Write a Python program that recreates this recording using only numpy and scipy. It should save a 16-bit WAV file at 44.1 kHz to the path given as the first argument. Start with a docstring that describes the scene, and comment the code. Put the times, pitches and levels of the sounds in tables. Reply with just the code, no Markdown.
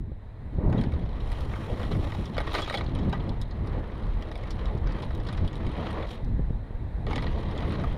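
"""A mountain bike rolls fast down a dirt trail, heard from a microphone in a sealed case on the rider's chest.
It opens in a jump, in head wind: coloured noise that buffets and thumps the case and rushes past it.
At 0.6 s the wheels land: tyre noise drones, roars and grinds, while frame modes ring to knocks and small stones;
dust hisses in a banked turn, then knocks crowd together near 2.6 s. From 6.3 s a second jump leaves the wind
and dull jerks of the case, damped low tones with a puff; at 7.1 s the bike lands and rolls on."""
import sys
import numpy as np
from scipy import signal
from scipy.fft import rfft, irfft, next_fast_len
from scipy.io import wavfile
from scipy.ndimage import uniform_filter1d, map_coordinates

SR = 44100
rng = np.random.default_rng(int(sys.argv[2]) if len(sys.argv) > 2 else 0)


def pcm_store(signal):
    """Save signal as 16-bit PCM."""
    levels = np.round(np.clip(np.atleast_2d(signal), -1, 1) * 32767)
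    wavfile.write(sys.argv[1], SR, levels.astype(np.int16).T)


def voltage_ratio(level):
    """Linear amplitude factor for a level in decibels (scalar or array-like)."""
    return 10 ** (np.asarray(level, float) / 20)


N = 351477  # samples in the scene
SPAN = 2048  # samples given to each short event

# head wind on the case: t/s, buffet level/dB, thump level/dB
WIND = [(0.0, -32, -35), (0.26, -42, -53.5), (0.69, -26.5, -24.5), (1.37, -31.5, -42.5), (1.46, -30, -41),
        (1.93, -29, -33.5), (2.71, -33.5, -40), (3.02, -27.5, -25), (3.55, -34, -41.5), (3.66, -30, -31),
        (3.97, -34, -42), (4.04, -29.5, -32), (4.24, -32.5, -40), (5.35, -29.5, -35.5), (5.44, -22.5, -28),
        (5.51, -34, -42.5), (5.68, -26, -30), (5.7, -35, -33), (6.19, -34.5, -39.5), (6.24, -18.5, -34.5),
        (6.37, -28, -33.5), (6.59, -25.5, -34.5), (6.68, -37.5, -44), (7.06, -33, -34.5),
        (7.81, -27.5, -30), (7.93, -21.5, -31), (7.97, -39, -35)]


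def along(points, hz):
    """(Hz, value) points read on a log frequency axis."""
    f, value = np.transpose(points)
    return np.interp(np.log(hz + 1), np.log(f + 1), value)


def unit(x):
    """Scaled to rms 1."""
    return x / np.sqrt(np.mean(x ** 2, axis=-1, keepdims=True) + 1e-20)


def controls(rows):
    """The columns after the time, a value per sample."""
    s, *columns = np.transpose(rows)
    return [np.interp(np.arange(N) / SR, s, column) for column in columns]


def wobble(rate):
    """A smooth random curve, rate knots a second."""
    knots = rng.standard_normal(N // 100 + 9)
    return map_coordinates(knots, [np.arange(N) * rate / SR])


EDDIES = wobble(24)  # quick swells shared by wind and tyres


def rush(spectrum, patchy_db, swell_db):
    """Noise with patches of random gain rides on quick swells, is coloured by source and case, then set to rms 1."""
    # cavity resonances of the case, heard on every rushing sound: f/Hz, width/Hz, lift/dB
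    cavity = [(1320, 660, -3), (1920, 160, 3), (3450, 120, -4.5), (3920, 87, -7.5), (3920, 200, 3),
              (9380, 580, 4)]
    z = signal.stft(rng.standard_normal(N), nperseg=512)[2]
    field = uniform_filter1d(rng.standard_normal(z.shape), size=6, axis=0)
    field = uniform_filter1d(field, size=8, axis=1)
    patchy = signal.istft(z * voltage_ratio(patchy_db * field / field.std()), nperseg=512)[1][:N]
    m = next_fast_len(N + SPAN)
    f = np.fft.rfftfreq(m, 1 / SR)
    lift_db = sum(db / (1 + (2 * (f - hz) / width) ** 2) for hz, width, db in cavity)
    coloured = irfft(rfft(patchy * voltage_ratio(swell_db), m) * voltage_ratio(along(spectrum, f) + lift_db), m)
    return unit(coloured[:N])


def wind():
    """Eddies of head wind press on the case: slow buffets, faster thumps, a thin steady rush past its edges."""
    # thin rush past the case, bare in the two jumps, one list for each: t/s, level/dB
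    edge_level = [
        [(0.0, -59.5), (0.33, -55.5), (0.54, -51.5)],
        [(6.25, -49.5), (6.604, -51), (6.834, -51), (7.03, -49)],
    ]
    # colour of each layer before the case resonances: f/Hz, relative level/dB
    buffet_colour = [(7.1, -7), (12, -7), (38, 4.5), (110, -7), (140, -10.5), (240, -120)]
    thump_colour = [(41, -36.5), (70, 0), (211, -6.5), (400, -19.5), (520, -36.5), (880, -120)]
    edge_colour = [(260, -21.5), (450, 1.5), (793, -4.5), (867, -2.5), (1320, -10.5), (1910, -13.5),
                   (2900, -26), (4030, -20.5), (4410, -32.5), (6120, -43.5), (9430, -43), (10600, -46.5),
                   (15900, -51.5)]
    buffet_db, thump_db = controls(WIND)
    edge_db = controls(np.concatenate(edge_level))[0]
    buffet = voltage_ratio(buffet_db) * rush(buffet_colour, patchy_db=1.5, swell_db=2.16 * wobble(13))
    thump = voltage_ratio(thump_db) * rush(thump_colour, patchy_db=0.5, swell_db=2.4 * EDDIES + 1.2 * wobble(9))
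    edge = voltage_ratio(edge_db) * rush(edge_colour, patchy_db=0.96, swell_db=0.42 * EDDIES)
    return buffet + thump + edge


def jolts():
    """The case jerks on its harness: a dull push of two damped tones and a puff, dying 60 dB in 20 ms."""
    # jerks: t/s, relative level/dB, f/Hz of the lower tone
    jerks = [(0.117, -26, 108), (0.585, -15.5, 107), (0.692, -19, 167), (0.748, -19.5, 218),
             (2.884, -24, 201), (3.03, -19, 137), (4.75, -20, 110), (5.19, -22.5, 98), (5.429, -19, 100),
             (6.274, -23, 103), (6.394, -14.5, 127), (6.504, -22, 131), (6.707, -25, 114),
             (7.294, -22.5, 102), (7.87, -18, 70)]
    out, t = np.zeros(N + SPAN), np.arange(SPAN) / SR
    puff_window = np.hanning(80) / 80 * 2  # smooths noise over 80 samples
    for s, db, hz in jerks:
        push = np.sin(2 * np.pi * hz * t)
        push += 0.36 * np.sin(2 * np.pi * 2.84 * hz * t) * voltage_ratio(-60 * t / 0.05)
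        puff = np.convolve(rng.standard_normal(SPAN), puff_window, 'same')  # a dull puff of air
        push += (1 - np.exp(-t / 0.0031)) * 2.7 * puff
        envelope = voltage_ratio(db + 8.5 - 60 * t / 0.02) * (1 - np.exp(-t / 0.0017))
        out[round(s * SR):][:SPAN] += envelope * push
    return out[:N]


def strike(rows, scatter_db, length):
    """Each row is a short scraping contact that rings the frame's modes at new strengths."""
    # what frame and case ring with: f/Hz, width/Hz, relative level/dB
    mode_table = [(470, 1700, -5), (630, 170, 1.5), (828, 200, -1.5), (1228, 74, 2), (1520, 150, -5.5),
                  (1900, 73, -2), (2217, 170, -5.5), (3050, 200, 3.5), (3428, 80, 7.5), (3824, 110, 7.5),
                  (4190, 210, -0.5), (5010, 790, 2.5), (5930, 780, -9.5), (6570, 630, -7), (8770, 300, 14),
                  (9370, 370, 14.5), (11300, 1700, -1.5), (13900, 1500, -1.5), (15400, 1200, -16)]
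    blow, blow_t60_s = 2.34, 0.0029  # the hard first touch, over the scrape that follows
    s, db, low_db, mid_db, top_db = np.transpose(rows)[..., None]
    fc, width, mode_db = np.transpose(mode_table)
    t, f = np.arange(SPAN) / SR, np.fft.rfftfreq(SPAN, 1 / SR)[:, None]
    modes = (-1) ** np.arange(len(fc)) * 1j * f * width / (fc ** 2 - f ** 2 + 1j * f * width)
    # each mode is heard only near its own pitch
    modes = modes * 1j * f * fc / (fc ** 2 - f ** 2 + .6j * f * fc)
    t60 = length * voltage_ratio(2.5 * rng.standard_normal((len(s), 1)))
    shape = (len(s), SPAN)
    grain = rng.standard_normal(shape) * np.abs(rng.standard_normal(shape)) * (1 - np.exp(-t / 0.00013))
    strength = voltage_ratio(mode_db + scatter_db * rng.standard_normal((len(s), len(fc))))
    group = np.digitize(fc, [2600, 4800, 7500])  # Hz between the low, middle, 5-7 kHz and top modes
    sound = 0
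    for k, group_db in enumerate([low_db, mid_db, 0 * db, top_db]):
        # the higher the modes, the sooner the contact stops feeding them
        scrape = voltage_ratio(-60 * t / (t60 * 0.97 ** k))
        contact = grain * (scrape + blow * voltage_ratio(-60 * t / blow_t60_s))
        ring = irfft(rfft(contact) * (strength * (group == k) @ modes.T), SPAN)
        sound = sound + ring / np.abs(ring).max(axis=1, keepdims=True) * voltage_ratio(db + group_db)
    at = np.round(s * SR).astype(int) + np.arange(SPAN)
    return np.bincount(at.ravel(), sound.ravel(), N + SPAN)[:N]


def knocks():
    """The clearest knocks of chain, stones and cables, whose contacts ring the frame."""
    # knocks before a 1 dB lift: t/s, peak of the modes at 5-7 kHz/dB,
    # then low, middle and top modes relative to that peak/dB
    hits = [(0.6973, -60, 20, 7, -2), (0.7267, -52.5, 21, 6, -9), (0.752, -70, 24, 4, -16),
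            (0.7787, -58.5, 13, 18.5, -13), (0.7861, -67, 15, 12, -6), (0.8117, -49.5, 11, 7, -5),
            (0.8372, -50.5, 17.5, 9, -9), (0.918, -68, 18, 19, -5), (0.9219, -57, 16, -7, -4),
            (0.9368, -55.5, 21, 11, -19), (1.2027, -56, 4, 11, -13), (1.3172, -48, 11, 5, -1.5),
            (1.4062, -51, -3, 6, -5), (1.5357, -58, 26.5, -2, -7), (1.5588, -53, 16, 4, -10),
            (1.8305, -48.5, 15, 11, -9), (1.9215, -50, 2, 14.5, -12), (1.949, -50, 17.5, -2, -17),
            (2.1201, -50, 20, 8.5, -15), (2.1484, -53.5, 24, 10, -9), (2.2555, -43.5, -5, -1, -13),
            (2.3446, -59, 12, 18, -18), (2.3667, -49.5, 22, 10, -13), (2.3796, -40, 22.5, 10, -9),
            (2.4024, -45.5, 22, 9, -7), (2.4744, -54, 29, 17.5, -12), (2.4917, -56, 7, 3, -9),
            (2.5103, -49, 10, 4, -13), (2.532, -49, 19, 13, 4), (2.5414, -39.5, 18, -2, -13),
            (2.5491, -35.5, 15.5, 10.5, -14), (2.584, -43, 18, 5, -22), (2.5905, -44, 18, 2, -12),
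            (2.6189, -37, 1, -7, -15), (2.6442, -44, 4, -9, -22), (2.6768, -49.5, 24, 3, -15),
            (2.6973, -45.5, 23.5, 15, -10), (2.7077, -45, 20, -3, -10), (2.7262, -43.5, 12.5, 5, -13),
            (2.7398, -41, 22, 7, -13), (2.747, -40, 5, 12, -7), (2.7724, -41, 5, 13.5, -7),
            (2.7814, -44, 14, 2, -10), (2.8089, -51.5, 29, 13, -15), (2.8419, -49, 2, -7, -24),
            (2.8629, -54, 10, 13.5, -13), (2.9502, -48.5, 1, 9, -2), (2.9876, -52, 15, 11, -17),
            (3.0957, -52.5, 10, 8, -1), (3.1272, -42.5, 18.5, 7, -16), (3.1304, -61, 12, 10, -7),
            (3.2022, -68.5, 25, 24.5, -10), (3.292, -45, -2, 8.5, -14), (3.4144, -42, 0, 1.5, -8.5),
            (3.5099, -54.5, 8, 8.5, -27), (3.6711, -52, 8, 3, -8), (4.2235, -46, 13.5, 5, -13),
            (4.315, -46.5, 11, 4, -9), (4.355, -49, 12, 7.5, -5), (4.3767, -51, 4, 1, -4),
            (4.436, -52, 16, 4, -15), (4.5057, -38, -2, -3, -19), (4.5925, -51, 7, 9, -19),
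            (4.656, -46, 7, 7.5, -23), (4.7745, -57, 4, 6, -12), (4.8708, -47, 12, 1, -29),
            (4.9215, -46.5, 7.5, -4, -17), (5.0222, -49.5, 2, 7, -5), (5.1054, -57.5, 23.5, 10, -10),
            (5.1486, -50, 0, 5, -6), (5.2001, -52, 12, 4, -17), (5.27, -47, 9, 6, -10),
            (5.2864, -43, 10, 6, -19), (5.3263, -53, 11, 11.5, 1), (5.373, -48, 6, 1, -19),
            (5.445, -60, 8, 12.5, -7), (5.477, -47.5, 4, 11.5, -7), (5.5298, -52, 10, 8, -39),
            (5.5548, -50.5, -1, 10, -7), (5.665, -50.5, 16, 7, -8), (5.694, -61, 13, 10, -4),
            (5.7164, -58, 8, 8, 0), (5.7758, -55, 6, 11, -14), (5.9033, -55, 17, -1, -11),
            (6.0257, -61, 29, 18, -17), (6.0704, -55, 3, 6, -16), (6.2452, -54, 2, -3, -11),
            (7.0662, -52, 18, 14.5, -6), (7.1053, -51, 19, -3, -7), (7.1093, -55.5, 24, -2, -16),
            (7.1307, -45, 20, 1, -11), (7.1577, -38.5, 11, 5, -12), (7.1794, -48.5, 22.5, 14, -13),
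            (7.223, -46.5, 15.5, 7, -15), (7.2654, -49.5, 18, 13, -21), (7.3312, -58, 15, 1, -16),
            (7.4849, -57, 13, 11, -16.5), (7.5108, -49, 10, 4, -15), (7.5772, -44, -5, 8.5, -15),
            (7.6046, -51, 9, 7, -11), (7.6214, -57, 24, 15, -14), (7.6545, -57, 6, 6, -16),
            (7.7094, -63, 14, 13.5, -19), (7.7364, -63, 27, 16, -13), (7.7967, -54, 21.5, 9, -16),
            (7.8374, -54.5, 29, 4, -13)]
    return voltage_ratio(1.0) * strike(hits, scatter_db=4.5, length=0.046)


def rings():
    """A chattering contact keeps one mode singing: it swells fast, sags 6 dB over its length and dies."""
    # singing modes: t/s, f/Hz, level before the envelope/dB, length/s
    tones = [(0.783, 3290, -44, 0.019), (2.548, 1950, -35, .022), (2.621, 3370, -34.5, 0.027),
             (2.618, 1234, -35, .016), (2.684, 3800, -39, 0.015), (2.747, 3370, -31.5, 0.017),
             (2.746, 830, -31, .016), (2.776, 1960, -37, 0.018), (3.131, 1208, -36.5, .03),
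             (3.133, 1950, -39.5, 0.027), (7.108, 850, -31, 0.011), (7.178, 1980, -35.5, .02),
             (7.836, 697, -30.5, 0.013), (7.838, 1203, -29, 0.011)]
    out, t = np.zeros(N + SPAN), np.arange(SPAN) / SR
    for s, hz, db, length in tones:
        waver = np.cumsum(rng.standard_normal(SPAN)) * .03  # unsteady phase, radians
        fall_db = -6 * t / length - 60 * np.maximum(t - length, 0) / .02
        shape = (1 - np.exp(-t / .002)) * voltage_ratio(fall_db)
        out[round(s * SR):][:SPAN] += voltage_ratio(db) * shape * np.sin(2 * np.pi * hz * t + waver)
    return out[:N]


def rolling():
    """Levels of drone, roar, grind and hiss; they drop away while the wheels are off the ground."""
    # tyres on the ground, one list from each landing to the next take-off:
    # t/s, casing level/dB, grit level/dB
    runs = [
        [(0.56, -66, -85), (0.62, -52, -82.5), (0.72, -51, -73), (0.79, -47, -56.5), (0.89, -58, -67),
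         (1.29, -51, -60), (1.85, -47.5, -56.5), (2.3, -52, -58.5), (2.47, -46, -54.5), (2.56, -40.5, -42),
         (2.66, -47.5, -49.5), (2.79, -49, -50), (2.83, -50, -60), (2.91, -53, -61), (3.12, -48, -61),
         (3.48, -59.5, -68.5), (3.68, -50.5, -65), (4.4, -53.5, -62), (4.67, -46.5, -59.5), (4.83, -53, -67.5),
         (4.97, -47, -57), (5.14, -56, -64), (5.36, -49, -57.5), (5.5, -52, -62), (5.97, -41.5, -53.5),
         (6.05, -45.5, -60), (6.11, -51, -51.5), (6.21, -56, -68)],
        [(7.07, -47, -58), (7.116, -48.5, -53.5), (7.24, -50.5, -56.5), (7.53, -49, -60), (7.69, -44.5, -54),
         (7.97, -50.5, -61)],
    ]
    # dust sprays as the tyres slide in the banked turn and leave the lip:
    # start t/s, end t/s, fade/s, added hiss level/dB
    sprays = [(1.247, 2.26, 0.13, 10.5), (6.084, 6.153, .025, 7.5)]
    # the squashed casing drones louder on each touchdown, then recovers: added level/dB, one per landing
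    landing_lift = [6, 1]
    landing_s = 0.15  # the lift holds this long and fades as long
    off = (-120, -120)  # dB in the air
    rows = []
    for run in runs:
        rows += [(run[0][0] - .01, *off), *run, (run[-1][0] + .05, *off)]
    casing_db, grit_db = controls(rows)
    spray_db = sum(controls([(a - fade, 0), (a, db), (b, db), (b + fade, 0)])[0] for a, b, fade, db in sprays)
    # the drone follows the casing and, more gently, the wind's thumps
    drone_db = -43 + 0.65 * (casing_db + 50) + 0.28 * (controls(WIND)[1] + 35)
    for run, db in zip(runs, landing_lift):
        down = run[0][0]
        lift = [(down - .1, 0), (down, db), (down + landing_s, db), (down + 2 * landing_s, 0)]
        drone_db += controls(lift)[0]
    hiss_db = -80.5 + 1.2 * (grit_db + 60) + spray_db
    return drone_db, casing_db, grit_db, hiss_db


def tyres():
    """The casing drones, knobs roar on the dirt, grit grinds and hisses under them; the same bumps shake them all."""
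    # colour of each layer before the case resonances: f/Hz, relative level/dB
    drone_colour = [(160, -19.5), (280, -8), (323, 1.5), (356, -6), (443, -3), (1000, -12.5), (1300, -34),
                    (2200, -120)]
    roar_colour = [(530, -47.5), (900, -2.5), (1170, 2), (1550, -9), (1960, -8.5), (2130, -10.5),
                   (2800, -22), (3640, -52), (6160, -120)]
    grind_colour = [(1470, -11), (2500, -4), (2740, -5), (3250, -0.5), (3540, -4), (3930, -4),
                    (4430, -11.5), (5130, -19), (6500, -25), (8450, -49), (14300, -120)]
    hiss_colour = [(3240, -38), (5500, -4), (6540, -17), (7150, -8), (7570, -17), (9370, -12.5),
                   (12700, -21), (15100, -17.5), (15900, -29.5)]
    drone_db, roar_db, grind_db, hiss_db = rolling()
    bumps, crunch = wobble(30), wobble(160)
    drone = voltage_ratio(drone_db) * rush(drone_colour, patchy_db=2.2, swell_db=.5 * bumps + crunch + EDDIES)
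    roar = voltage_ratio(roar_db) * rush(roar_colour, patchy_db=1.1, swell_db=bumps + 1.8 * crunch)
    grind = voltage_ratio(grind_db + 3.33) * rush(grind_colour, patchy_db=1.5, swell_db=bumps + 2.85 * crunch)
    hiss = voltage_ratio(hiss_db) * rush(hiss_colour, patchy_db=.3, swell_db=bumps + 1.6 * crunch)
    return drone + roar + grind + hiss


def grit():
    """Small stones flung at the frame at random ring its modes; their levels follow the grit under the tyres."""
    chance = rng.random((800, 5))  # 800 stones
    s = chance[:, 0] * (N - 1) / SR
    grit_db = rolling()[2][(s * SR).astype(int)]
    db = grit_db - 9 + 13 * chance[:, 1] ** 4  # few are loud
    colour_db = [3, 5, -9] + chance[:, 2:] * [12, 8, 11]  # low, middle and top modes
    return strike(np.column_stack([s, db, colour_db]), scatter_db=1.0, length=0.017)


def scene():
    """Wind, tyres and knocks, all close to the one microphone."""
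    return (wind() + jolts() + knocks() + rings() + tyres() + grit())[None]


def roll_off(x):
    """The treble ends steeply here."""
    return signal.sosfilt(signal.butter(12, 16040, fs=SR, output="sos"), x)


def record(dry):
    """The microphone stage rounds off the strongest buffets, bending towards a ceiling of 0.49."""
    rounded = dry / (1 + np.abs(dry / 0.49) ** 3) ** (1 / 3)
    return roll_off(rounded)


dry = scene()
out = record(dry)
pcm_store(out)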